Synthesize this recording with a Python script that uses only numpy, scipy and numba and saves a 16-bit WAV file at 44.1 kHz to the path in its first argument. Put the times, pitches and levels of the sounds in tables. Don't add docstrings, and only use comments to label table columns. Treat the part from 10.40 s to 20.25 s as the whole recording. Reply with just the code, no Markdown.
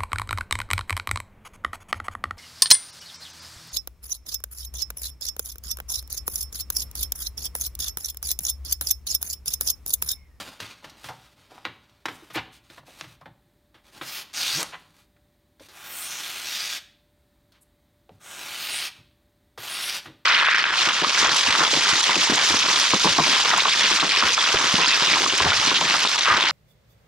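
import sys
import numpy as np
from scipy import signal
from scipy.fft import rfft, irfft
from scipy.io import wavfile
from scipy.ndimage import uniform_filter1d
from numba import njit

SR = 44100
rng = np.random.default_rng(int(sys.argv[2]) if len(sys.argv) > 2 else 0)


def dump_mix(stems):
    frames = np.atleast_2d(stems).T
    limited = np.clip(frames, -1, 1)
    pcm = np.round(limited * 32767).astype(np.int16)
    wavfile.write(sys.argv[1], SR, pcm)


N = 434385
T = np.arange(N) / SR
FREQS = np.maximum(np.arange(N // 2 + 1) * SR / N, 1)

# start in seconds, level in dB, crispness (treble) in dB
# re level, ring time (60 dB decay) in seconds, wobble of the whole sheet in dB re level.
POP_EVENTS = [(0.202, -33.5, -2, 0.039, -14), (0.443, -38, -8, 0.08, -16), (0.496, -50.5, 3, 0.059, -15),
              (0.641, -38, -5.5, 0.047, -13), (0.686, -37, -6.5, 0.11, -9), (1.253, -29, -19, 0.089, -17),
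              (1.495, -61.5, -3, .06, -12), (1.655, -28, -9, 0.065, -31), (1.683, -31.5, -11.5, 0.12, -20),
              (1.901, -42.5, -8.5, 0.17, -13), (1.955, -36, -2, 0.047, -8), (2.3, -46, -4.5, .063, -16),
              (2.376, -48.5, -14, 0.062, -4), (2.612, -39.5, -22, 0.011, -13),
              (2.641, -42.5, -10, 0.076, -6), (2.81, -57, -5, 0.054, 3), (2.857, -42, -20, .066, -8),
              (3.343, -52, -10, .19, -18), (3.612, -30, -27, .11, -22), (4.764, -64.5, -15.5, 0.043, -11.5),
              (5.196, -51.5, -3, .088, -14), (5.285, -51.5, 0.5, 0.25, -18), (7.12, -63.5, 3.5, 0.056, -15),
              (9.176, -36, -8, 0.11, -16), (9.657, -37.5, -16, .14, -12.5)]


def undb(db):
    return 10 ** (np.asarray(db) / 20)


def unit(x):
    return x / np.sqrt(np.mean(x ** 2) + 1e-20)


def steady(x):
    return x / np.sqrt(uniform_filter1d(x ** 2, size=4000))


def colour(x, points):
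    hz, db = np.transpose(points)
    size = 4096
    grid_hz = np.maximum(np.fft.rfftfreq(size, 1 / SR), 1)
    outline_db = np.interp(np.log(grid_hz), np.log(hz), db)
    cepstrum = irfft(np.log(undb(outline_db)))
    cepstrum[1:size // 2] *= 2
    cepstrum[size // 2 + 1:] = 0
    response = irfft(np.exp(rfft(cepstrum)))
    return signal.fftconvolve(x, response)[:len(x)]


def band(x, lo_hz, hi_hz, order=2):
    edges_hz = [lo_hz, min(hi_hz, SR / 2 - 100)]
    return signal.sosfilt(signal.butter(order, edges_hz, "band", fs=SR, output="sos"), x)


def thirds(x, low_hz, high_hz):
    spectrum = rfft(x)
    body = 1 / (1 + (FREQS / low_hz) ** 4)
    treble = 1 / (1 + (high_hz / FREQS) ** 8)
    return [irfft(spectrum * weight, N) for weight in (body, 1 - body - treble, treble)]


@njit
def resonance(x, hz, width_hz):
    y, b, l = np.empty(len(x)), 0., 0.
    for i in range(len(x)):
        g, k = np.tan(np.pi * hz[i] / SR), width_hz / hz[i]
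        v = (b + g * (x[i] - l)) / (1 + g * (g + k))
        b, l, y[i] = 2 * v - b, l + 2 * g * v, k * v
    return y


def walk(knots_per_s):
    knots = rng.standard_normal(N)
    return np.interp(T * knots_per_s, np.arange(N), knots)


def fibres(per_s, spread_db):
    hit = rng.random(N) < per_s / SR
    sign = rng.choice([-1, 1], N)
    size = undb(spread_db * np.clip(rng.standard_normal(N), -2, 2))
    return unit(hit * sign * size)


def hand_echoes(x):
    # path delay in seconds, strength as a gain.
    echo_paths = [(.00045, .2), (.0009, .22), (.0016, .17)]
    treble = band(x, 4500, 18000, order=1)
    out = x
    for delay_s, gain in echo_paths:
        moving_delay_s = delay_s * (1 + .12 * walk(5))
        out = out + gain * np.interp(T - moving_delay_s, T, treble)
    return out


def room(x, wet_db, early_db):
    # band centre in Hz, 60 dB decay time in seconds.
    decay_bands = [(120, 0.95), (500, 0.5), (1500, 0.5), (3500, 0.52), (6000, 0.37), (12000, 0.33)]
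    t = T[:SR]
    hz, t60_s = np.transpose(decay_bands)
    edges_hz = np.r_[50, np.sqrt(hz[1:] * hz[:-1]), 17000]
    tail = np.zeros(SR)
    for lo_hz, hi_hz, decay_s in zip(edges_hz, edges_hz[1:], t60_s):
        tail += band(rng.standard_normal(SR), lo_hz, hi_hz, order=4) * undb(-60 * t / decay_s)
    tail *= np.clip((t - .004) / 0.0027, 0, 1)
    early = band(rng.standard_normal(SR), 100, 4900) * (t > .003) * np.exp(-t / 0.017)
    response = undb(wet_db) * tail / np.linalg.norm(tail) + undb(early_db) * early / np.linalg.norm(early)
    return x + signal.fftconvolve(x, response)[:N]


def background():
    # frequency in Hz, level in dB.
    air_colour = [(25, -20.5), (50, -0.5), (75, -4.5), (150, -10), (340, -11.5), (470, -22), (760, -21),
                  (1400, -26.5), (1850, -24), (2800, -31), (3800, -25), (5500, -35), (8500, -34),
                  (10200, -37.5), (15800, -34.5)]
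    # frequency in Hz, spread of its wander in Hz, level in dB.
    hum_partials = [(49.6, 3, -93), (101, 5.1, -76), (589, 2.5, -72)]
    air_db = -65
    air = undb(air_db) * unit(colour(rng.standard_normal(N), air_colour)) * undb(0.27 * walk(12))
    hum = np.zeros(N)
    for hz, wander_hz, db in hum_partials:
        phase = 2 * np.pi * np.cumsum(hz + wander_hz * walk(25)) / SR
        hum += undb(db) * np.sin(phase) * undb(2 * walk(23))
    return air + hum


def sliding():
    # start in seconds, length in seconds, level in dB, growth over the slide in dB,
    # body in dB re level, sizzle in dB re level.
    slides = [(-.02, 0.23, -50, -20.5, -2, -7.5), (0.189, .25, -51, -25, -7.5, -12.5),
              (0.42, 0.18, -57.5, -11, 1.5, -12), (0.563, 0.14, -52, 18, -3.5, -5),
              (0.71, .26, -61, -6.5, -4.5, -8.5), (0.956, 0.16, -62.5, -15, -2, -9),
              (1.093, 0.23, -62, -9, 3, -8.5), (1.29, 0.57, -71, -4, -1.5, -12),
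              (1.707, 0.097, -58, -11, 3, 1), (1.776, 0.17, -65.5, -9, 0, -4),
              (2.106, 0.091, -56.5, -2, -24, -6.5), (2.219, .19, -60, 23, -4, -6.5),
              (2.45, 0.32, -56, -5.5, -4, -5.5), (3.429, 0.23, -56.5, 11, -2.5, -6),
              (3.82, 0.18, -57, -8, -5.5, -15), (4.205, 0.14, -51, -3.5, -1.5, -14),
              (4.333, 0.25, -67.5, -7, -2, -4.5), (4.532, 0.14, -64.5, -1, -5.5, -4),
              (5.194, 0.092, -54.5, 5, -9, -4.5), (7.7, 0.15, -73.5, 6, 2, -4),
              (8.542, 0.076, -59.5, 2, -0.5, -8), (9.6, 0.097, -53.5, -3, -8, -9)]
    # frequency in Hz, level in dB.
    rub_colour = [(70, -13.5), (160, -11.5), (330, -12.5), (480, -15), (1100, -9), (3800, -5),
                  (7200, -15.5), (9500, -20.5), (15800, -27.5)]
    attack_s, release_s = 0.024, 0.041
    crinkles = .35 * fibres(per_s=110, spread_db=3)
    grain = fibres(per_s=5000, spread_db=4) * undb(2.84 * walk(45))
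    rub = hand_echoes(colour(grain + crinkles, rub_colour))
    body, middle, sizzle = map(unit, thirds(rub, low_hz=1237, high_hz=6840))
    out = np.zeros(N)
    for s, length_s, db, growth_db, body_db, sizzle_db in slides:
        now = (T >= s) & (T < s + length_s)
        t = T[now] - s
        touch = np.clip(np.minimum(t / attack_s, (length_s - t) / release_s), 0, 1)
        level = undb(db + growth_db * (t / length_s - .5))
        mix = middle[now] + undb(body_db) * body[now] + undb(sizzle_db) * sizzle[now]
        out[now] += touch * level * mix
    return out


def flaps():
    # start in seconds, length in seconds, level in dB, centre in Hz.
    flap_events = [(1.2434, 0.025, -43, 2140), (1.929, 0.051, -44.5, 8950), (1.94, 0.068, -27, 1850),
                   (4.179, 0.073, -35, 1020), (4.32, 0.048, -36, 1640), (7.118, 0.081, -62.5, 2590)]
    out = np.zeros(N)
    for s, length_s, db, hz in flap_events:
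        noise = rng.standard_normal(int(length_s * SR))
        flap = unit(band(noise, hz / 3.17, hz * 1.72, order=3))
        swell = np.sin(np.pi * np.linspace(0, 1, len(flap)) ** 0.97)
        out[int(s * SR):][:len(flap)] += undb(db) * flap * swell
    return out


def wobbles():
    # start in seconds, level in dB, centre in Hz, ring time (60 dB decay) in seconds.
    knocks = [(0.688, -30, 930, 0.13), (1.1158, -39.5, 620, 0.073), (1.177, -35, 900, 0.038),
              (1.261, -44.5, 328, 0.18), (1.686, -39, 342, 0.14), (1.822, -36, 300, 0.03),
              (1.957, -24, 327, 0.083), (1.966, -42.5, 68, 0.28), (2.379, -35, 890, 0.049),
              (2.429, -45, 795, 0.045), (2.478, -46, 596, 0.086), (2.811, -39.5, 980, .08),
              (2.86, -39, 790, .08), (5.205, -34, 410, 0.034), (7.691, -35.5, 600, 0.041),
              (7.703, -48, 140, 0.28), (8.58, -55, 170, 0.4), (9.179, -34, 560, .053),
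              (9.68, -47, 330, 0.25)]
    wobble_hz, wobble_ring_s, wobble_lag_s = 144, 0.31, 0.0052
    lowest = [(s + wobble_lag_s, db + wobble_db, wobble_hz, wobble_ring_s)
              for s, db, _, _, wobble_db in POP_EVENTS]
    out, t = np.zeros(N + SR), T[:SR // 2]
    for s, db, hz, ring_s in knocks + lowest:
        modes = steady(band(rng.standard_normal(len(t)), hz / 1.5, hz * 1.34))
        onset = 1 - np.exp(-t / 0.0043)
        out[int(s * SR):][:len(t)] += undb(db - 60 * t / ring_s) * modes * onset
    return out[:N]


def snaps():
    # start in seconds, peak in dB, top of the band in Hz.
    snap_events = [(0.2014, -26, 4500), (0.6884, -24.5, 2600), (1.18, -36.5, 2270), (1.2525, -11, 3400),
                   (1.6563, -13, 3330), (1.6597, -19, 7250), (1.685, -19, 2800), (1.9038, -39, 3000),
                   (1.9615, -19, 6700), (2.381, -35, 2560), (2.6109, -17, 5700), (4.2298, -6.5, 10960),
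                   (7.6933, -40.5, 3570)]
    out, t = np.zeros(N + SR), T[:SR // 20]
    for s, db, top_hz in snap_events:
        crackle = 0.08 * rng.standard_normal(len(t)) * np.exp(-t / 0.0032)
        kick = band((t == 0) + crackle, 650, top_hz, order=3)
        out[int(s * SR):][:len(t)] -= undb(db) * kick / np.abs(kick).max()
    return out[:N]


def pops():
    # frequency in Hz, level in dB.
    shiver_colour = [(35, -40), (60, 18), (513, 3.5), (837, 9.5), (1680, 3), (2560, -2.5), (3470, 0),
                     (3720, -2.5), (7490, -25.5), (9460, -28), (10600, -31), (14400, -31), (15800, -39.5)]
    thud_db, middle_db = -6, 0
    out, t = np.zeros(N + SR), T[:SR // 4]
    for s, db, crisp_db, ring_s, _ in POP_EVENTS:
        decay = undb(-60 * t / max(ring_s, .005))
        burst = rng.standard_normal(len(t)) * decay * (1 - np.exp(-t / 0.00027))
        shiver = colour(burst, shiver_colour)
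        thud = band(shiver, 290, 1100)
        middle = band(shiver, 900, 4800)
        crackle = band(shiver, 5070, 17000, order=3) * (1 - np.exp(-t / 0.001))
        for part_db, part in [(thud_db, thud), (middle_db, middle), (crisp_db, crackle)]:
            first_10ms_rms = np.sqrt(np.mean(part[:SR // 100] ** 2))
            out[int(s * SR):][:len(t)] += undb(db + part_db) * part / first_10ms_rms
    return out[:N]


def flutter():
    # time in seconds, pitch in Hz, level in dB.
    flutter_path = [(4.13, 105, -60.5), (4.16, 132, -40.5), (4.195, 189, -35.5), (4.21, 190, -60)]
    s, hz, db = np.transpose(flutter_path)
    phase = 2 * np.pi * np.cumsum(np.interp(T, s, hz)) / SR
    sounding = (T > s[0]) * (T < s[-1])
    return sounding * undb(np.interp(T, s, db)) * (np.sin(phase) + 0.49 * np.sin(2 * phase))


def scraping():
    # start in seconds, length in seconds, level in dB, centre in Hz, width in Hz.
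    scrapes = [(3.68, 0.14, -44, 14500, 3000), (5.43, 0.3, -41.5, 13500, 3500),
               (5.5, 0.26, -37.5, 8540, 2230), (5.6, 0.24, -37.5, 6300, 1600),
               (6.04, .17, -47, 14200, 2500), (7.208, 0.033, -58.5, 9600, 4000),
               (7.801, 0.27, -47, 7500, 2200), (8.18, .13, -43, 14200, 2460),
               (8.292, 0.13, -35.5, 8800, 2000), (9.172, .15, -49, 12500, 1800),
               (9.273, 0.12, -40, 9900, 1800), (9.388, .13, -38, 10100, 3000),
               (9.527, 0.073, -46, 8300, 1500)]
    grain = hand_echoes(fibres(per_s=8000, spread_db=4))
    out = np.zeros(N)
    for s, length_s, db, hz, width_hz in scrapes:
        now = (T >= s) & (T < s + length_s)
        hiss = unit(band(grain[now], hz - width_hz / 2, hz + width_hz / 2))
        out[now] += undb(db) * hiss * np.sin(np.pi * (T[now] - s) / length_s)
    return out


def pushes():
    # start in seconds, length in seconds, level in dB, bite time in seconds, swell in dB,
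    # fastest point as a share of the push, body in dB re level, sizzle in dB re level, strip's ring in Hz,
    # strip's ring in dB, notch of the blade's reflection at the start in Hz, at the end in Hz.
    push_events = [ (3.608, 0.22, -37, .02, 7.5, 0.66, -11, -7, 3946, -7.5, 9100, 8000),
                   (3.929, 0.29, -27.5, 0.03, 0, 0.49, -13, -10, 3565, 5, 10000, 9700),
                   (5.297, .765, -35.5, 0.075, 15.5, 0.75, -10.5, -7, 3040, -14.5, 4820, 4930),
                   (6.013, 0.37, -30.5, 0.033, 2.5, 0.49, -15.5, -12, 4376, -5.5, 9700, 9300),
                   (7.795, .69, -31, 0.083, 18, 0.86, -12.5, -10, 2765, -3, 4600, 7300),
                   (9.178, .417, -30, 0.028, 11, 0.71, -12.5, -11.5, 3600, -12.5, 5300, 8500), ]
    speed_curve = 1.3
    body_follows, sizzle_follows = 0.14, 0.55
    ring_rise_octaves, ring_fade_db = 0.94, 11
    release_s = 0.025
    gains, ring_hz, ring_db, notch_hz = np.zeros((3, N)), np.ones(N), np.zeros(N), np.ones(N)
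    for (s, length_s, db, bite_s, swell_db, fastest, body_db, sizzle_db,
         strip_hz, strip_db, first_hz, last_hz) in push_events:
        now = (T >= s) & (T < s + length_s + release_s / 2)
        t = T[now] - s
        travel = np.minimum(t / length_s, 1)
        slowness = np.minimum(np.abs(travel / fastest - 1), 1) ** speed_curve
        grip = (1 - np.exp(-t / bite_s)) * np.clip((length_s - t) / release_s + .5, 0, 1)
        parts = [(body_db, body_follows), (0, 1), (sizzle_db, sizzle_follows)]
        for k, (part_db, follows) in enumerate(parts):
            gain = grip * undb(db + part_db - follows * swell_db * slowness)
            gains[k, now] = np.hypot(gains[k, now], gain)
        ring_hz[now] = strip_hz * 2 ** (ring_rise_octaves * slowness)
        ring_db[now] = strip_db - ring_fade_db * slowness
        notch_hz[now] = first_hz + (last_hz - first_hz) * travel ** 2
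    cutting = gains[1] > 0
    return gains, *(np.interp(T, T[cutting], curve[cutting]) for curve in (ring_hz, ring_db, notch_hz))


def slicing():
    # frequency in Hz, level in dB.
    cut_colour = [(53, -32), (90, -20.5), (151, -10.5), (265, -15), (367, -8), (446, -15), (717, -5),
                  (971, -7), (1210, -2.5), (3790, -2.5), (5840, -5.5), (7570, -11.5), (9200, -11.5),
                  (14500, -18.5), (15800, -17.5)]
    gains, ring_hz, ring_db, notch_hz = pushes()
    catch = undb(1.5 * walk(600) + 1.0 * walk(90) + .5 * walk(18))
    in_sheet = fibres(per_s=8000, spread_db=4.5)
    in_strip = fibres(per_s=6000, spread_db=3.5)
    sheet = unit(colour(in_sheet, cut_colour))
    ring = resonance(in_strip, np.minimum(ring_hz * (1 + .03 * walk(30)), SR / 3), 3300.)
    ring = resonance(ring, np.minimum(ring_hz, SR / 3), 3000.)
    hiss = catch * (sheet + undb(ring_db) * unit(ring))
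    for multiple, depth, width_hz in [(1, .55, 1000.), (2, .45, 1400.)]:
        hiss = hiss - depth * resonance(hiss, np.minimum(multiple * notch_hz, .42 * SR), width_hz)
    parts = thirds(hand_echoes(hiss), low_hz=1944, high_hz=7530)
    return sum(gain * steady(part) for gain, part in zip(gains, parts))


def scene():
    rubbing = room(slicing() + scraping() + sliding(), wet_db=-14, early_db=-14)
    handling = room(pops() + snaps() + flaps() + wobbles() + flutter(), wet_db=-14, early_db=-14.5)
    mono = rubbing + handling + background()
    return np.array([mono, mono])


def record(dry):
    # frequency in Hz, level in dB.
    mic_colour = [(20, -11.5), (50, 0), (6900, -1), (7500, -2.5), (8300, 0), (9700, 1.5), (10400, -2),
                  (11500, 2), (15000, 0), (16000, -1)]
    top_hz = 15950
    heard = np.array([colour(channel, mic_colour) for channel in dry])
    return signal.sosfiltfilt(signal.ellip(10, .1, 60, top_hz, fs=SR, output="sos"), heard)


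dry = scene()
out = record(dry)
dump_mix(out)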